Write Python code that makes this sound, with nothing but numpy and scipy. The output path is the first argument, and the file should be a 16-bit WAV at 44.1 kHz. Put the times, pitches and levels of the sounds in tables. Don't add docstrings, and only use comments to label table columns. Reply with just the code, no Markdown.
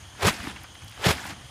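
import sys
import numpy as np
from scipy import signal
from scipy.io import wavfile

SR = 44100
rng = np.random.default_rng(int(sys.argv[2]) if len(sys.argv) > 2 else 0)


def log_audio(samples):
    frames = np.atleast_2d(samples).T
    limited = np.clip(frames, -1, 1)
    pcm = np.round(limited * 32767).astype(np.int16)
    wavfile.write(sys.argv[1], SR, pcm)


def gain_from_decibels(decibels):
    exponent = np.asarray(decibels, float) / 20
    return 10 ** exponent


N = 66150

# (centre [Hz], width [Hz], level [dB], throb [dB])
INSECT_BANDS = [
    (3167, 520, -56.5, 2.5),
    (6490, 800, -61.5, 2),
    (9340, 1200, -63, -0.5),
]
# (frequency [Hz], density [dB per Hz])
AIR_COLOUR = [(200, -3), (420, -3), (800, 3.5), (2000, -3), (5000, -4), (8000, -11.5), (11000, -15),
              (15500, -29)]
# (time [s], level [dB])
BREEZE_LEVEL = [(0, -46.5), (.05, -51.5), (.1, -54), (.16, -43), (.2, -52), (.3, -47), (.38, -45.5),
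                (.5, -49), (.58, -47.5), (.66, -50), (.78, -52.5), (.86, -46), (.9, -56), (1.0, -45.5),
                (1.15, -46), (1.24, -48.5), (1.42, -47.5), (1.5, -47.5)]
# (time [s], level [dB], brightness [dB/octave])
RUSTLE_VIGOUR = [(0, -51, -0.5), (.14, -58.5, -1), (.2, -44, -1), (.32, -34, -1), (.38, -38.5, -0.5),
                 (.44, -37.5, -1.5), (.5, -36.5, -1.5), (.54, -45.5, -2.5), (.62, -49.5, -1),
                 (.72, -58, -2.5), (.83, -54, -0.5), (.95, -51.5, -0.5), (1.0, -46.5, 0.0),
                 (1.15, -35.5, -1), (1.23, -39, -0.5), (1.31, -36.5, -1), (1.35, -48.5, -3),
                 (1.5, -55, 0.0)]
# (frequency [Hz], density [dB per Hz])
RUSTLE_COLOUR = [(120, -32), (200, -4), (304, -5.5), (462, -16), (923, -4.5), (1130, -8.5), (1620, -4.5),
                 (11800, -20.5), (15500, -35)]
# (time [s], peak [dB])
TICK_EVENTS = [(0.0104, -44), (0.635, -32.5), (0.7467, -45), (0.7744, -51), (0.8344, -52), (0.846, -40),
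               (0.8794, -44), (0.8959, -40), (0.9143, -41), (1.115, -27), (1.2466, -40), (1.266, -29)]
# (delay [s], level [dB])
REFLECTIONS = [
    (.004, -16),
    (.021, -20.5),
    (0.046, -40),
]
# (time [s], peak [dB], centre [Hz], decay t60 [s])
FOLD_SNAPS = [(.15, -41.5, 1000, 0.055), (0.266, -17, 6640, 0.069), (.282, -15.5, 1230, .025),
              (.4, -35, 1510, 0.037), (.47, -24, 1380, 0.024), (.561, -30.5, 1470, 0.056),
              (.641, -34.5, 1300, 0.063), (.752, -38, 1980, 0.02), (.82, -37.5, 1460, 0.078),
              (.88, -38, 5000, 0.034), (.921, -38.5, 2700, 0.044), (.972, -36.5, 880, 0.043),
              (.994, -36, 607, 0.068), (1.0404, -17.5, 2100, 0.049), (1.067, -15, 2920, 0.028),
              (1.18, -30, 1590, 0.063), (1.253, -30, 1300, 0.036), (1.312, -40, 1520, 0.05),
              (1.413, -41.5, 1510, .04)]
# (time [s], level [dB], brightness [dB/octave])
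WHIP_VIGOUR = [
    [(.18, -55, 0), (.2, -42, -1.5), (.228, -24, 0.3), (.242, -23.5, -1.4), (.252, -20, -0.7),
     (.27, -17.5, -0.1), (.286, -17.5, 1.2), (.298, -25.5, 2.2), (.312, -33.5, 0.3)],
    [(.99, -51, -.6), (1.03, -32, 0.0), (1.044, -25, -.6), (1.068, -18.5, 0.5), (1.077, -23, -0.5),
     (1.084, -17, 0.0), (1.11, -19, -0.3), (1.12, -27.5, 1.4), (1.14, -34, 0.5)],
]
# (frequency [Hz], density [dB per Hz])
WHIP_COLOUR = [(150, -38), (250, -14), (405, -0.5), (534, -1), (1360, -2), (2320, -4.5), (2570, -4.5),
               (9230, -19), (15500, -27.5)]
# (time [s], peak [dB], frequency [Hz],
# length [cycles], push + or pull - [gain])
THUMPS = [(.236, -24.5, 92, 1.1, 1), (0.2531, -20.5, 436, 3.2, -1.2), (.258, -15.5, 99, 1.66, 0.94),
          (0.2723, -18, 165, 2.07, -0.91), (.283, -20.5, 192, 3, -0.93),
          (0.2843, -10, 1210, 4.9, -0.79), (0.294, -22.5, 189, 2.2, 0.97),
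          (0.455, -39, 237, 1.7, -0.88), (0.475, -24, 270, 1.33, -0.88), (1.063, -19, 363, 3, 0.8),
          (1.0693, -11, 138, 1.24, -1.03), (1.083, -18.5, 177, 1.52, 0.73),
          (1.092, -20.5, 117, 1.3, -1.3), (1.108, -20, 185, 1.24, 1), (.306, -25, 80, 0.66, 0.78),
          (1.101, -20, 75, 2.7, -0.59), (1.16, -38.5, 83.5, 2.1, 1), (1.255, -38, 193, 2.9, 1),
          (1.301, -38.5, 293, 3.5, 1), (1.325, -38, 169, 3.1, 0.83), (1.411, -38, 199, 1.2, 0.63)]


def rms_one(x):
    return x / np.sqrt(np.mean(x ** 2) + 1e-20)


def band(x, low_hz, high_hz):
    edges = [low_hz, min(high_hz, .45 * SR)]
    return signal.sosfilt(signal.butter(2, edges, "band", fs=SR, output="sos"), x + 1e-18)


def drift(rate_hz):
    r = np.exp(-2 * np.pi * rate_hz / SR)
    wander = signal.lfilter([1], [1, -2 * r, r * r], rng.standard_normal(N + SR))
    return rms_one(wander[SR:])


def coloured(sources, colour, tilt, patchy_db):
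    edges = 170 * 2 ** np.arange(0, 7, .5)
    hz, db = np.transpose(colour)
    centres = np.sqrt(edges[1:] * edges[:-1])
    gains = gain_from_decibels(np.interp(np.log(centres), np.log(hz), db)) * np.sqrt(centres)
    gains /= np.sqrt(np.sum(gains ** 2))
    out = 0
    for k, (gain, centre) in enumerate(zip(gains, centres)):
        flicker = gain_from_decibels(tilt * np.log2(centre / 2000) + patchy_db * drift(37))
        source = sources[k % len(sources)]
        out = out + gain * flicker * rms_one(band(source, edges[k], edges[k + 1]))
    return out


def creases(vigour, colour, per_s, spread_db, clump_db, patchy_db):
    s, db, tilt = np.transpose(vigour)
    t = np.arange(N) / SR
    size_db = spread_db * np.minimum(rng.exponential(1, (3, N)), 5)
    size = gain_from_decibels(size_db) * rng.choice([-1, 1], (3, N))
    clicks = size * (rng.random((3, N)) < per_s / SR)
    sources = clicks[1:] + 0.54 * clicks[0]
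    gain = gain_from_decibels(np.interp(t, s, db) + clump_db * drift(68))
    return gain * coloured(sources, colour, np.interp(t, s, tilt), patchy_db)


def burst(s, t60, noise, rise):
    out, start, t = np.zeros(N), int(s * SR), np.arange(len(noise)) / SR
    shape = gain_from_decibels(-60 * t / t60) * (1 - np.exp(-t / rise))
    out[start:start + len(t)] = (noise * shape)[:N - start]
    return out


def insects():
    out = 0
    for hz, width, db, throb_db in INSECT_BANDS:
        level = gain_from_decibels(db + throb_db * drift(19))
        wide = band(rng.standard_normal(N), hz - width, hz + width / 2)
        out = out + level * rms_one(band(wide, hz - width / 2, hz + width / 2))
    return out


def night_air():
    return gain_from_decibels(-52.5) * coloured(rng.standard_normal((2, N)), AIR_COLOUR, 0, patchy_db=1.45)


def breeze_rumble():
    low = band(rng.standard_normal(N + SR), 57, 118)[SR:]
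    level_db = np.interp(np.arange(N) / SR, *np.transpose(BREEZE_LEVEL))
    trim_db, lump_db = 0.5, 2.6
    return gain_from_decibels(level_db + trim_db + lump_db * drift(25)) * rms_one(low)


def rustle():
    return creases(RUSTLE_VIGOUR, RUSTLE_COLOUR, per_s=9000, spread_db=3, clump_db=0, patchy_db=2.0)


def ticks():
    t60_s, level_db = 0.0054, 1.5
    out = 0
    for s, db in TICK_EVENTS:
        out = out + gain_from_decibels(db) * burst(s, t60_s, rng.standard_normal(1000), 1 / SR)
    return gain_from_decibels(level_db) * band(out, 8800, 14500)


def echoes(loose):
    return sum(gain_from_decibels(db) * np.pad(loose, (int(s * SR), 0))[:N] for s, db in REFLECTIONS)


def snaps():
    octaves, rise_s = 1.3, 0.00085
    half = 2 ** (octaves / 2)
    out = 0
    for s, db, hz, t60 in FOLD_SNAPS:
        noise = rng.standard_normal(4000)
        fold = band(burst(s, t60, noise, rise_s), hz / half, hz * half)
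        out = out + gain_from_decibels(db) * fold / np.abs(fold).max()
    return out


def whips():
    vigour = []
    for whip in WHIP_VIGOUR:
        before = (whip[0][0] - .02, -90, 0)
        after = (whip[-1][0] + .03, -90, 0)
        vigour += [before] + list(whip) + [after]
    return creases(vigour, WHIP_COLOUR, per_s=11000, spread_db=3, clump_db=1.0, patchy_db=0.67)


def thumps():
    t = np.arange(N) / SR
    out = 0
    for s, db, hz, cycles, push in THUMPS:
        swell = np.exp(-(2 * (t - s) * hz / cycles) ** 2)
        out = out + push * gain_from_decibels(db) * np.cos(2 * np.pi * hz * (t - s)) * swell
    return out


def scene():
    loose = snaps() + ticks()
    settling = rustle()
    bag = whips() + settling + thumps() + loose + echoes(loose)
    night = insects() + night_air() + breeze_rumble()
    return (bag + night)[None]


def top_cut(x):
    return signal.sosfilt(signal.butter(12, 15710, fs=SR, output="sos"), x)


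def record(dry):
    x = signal.sosfilt(signal.butter(2, 40.4, "high", fs=SR, output="sos"), dry)
    body = signal.sosfiltfilt(signal.cheby2(12, 30, 15350, fs=SR, output="sos"), x)
    top = x - body
    return top_cut(body + gain_from_decibels(-17) * top)


dry = scene()
out = record(dry)
log_audio(out)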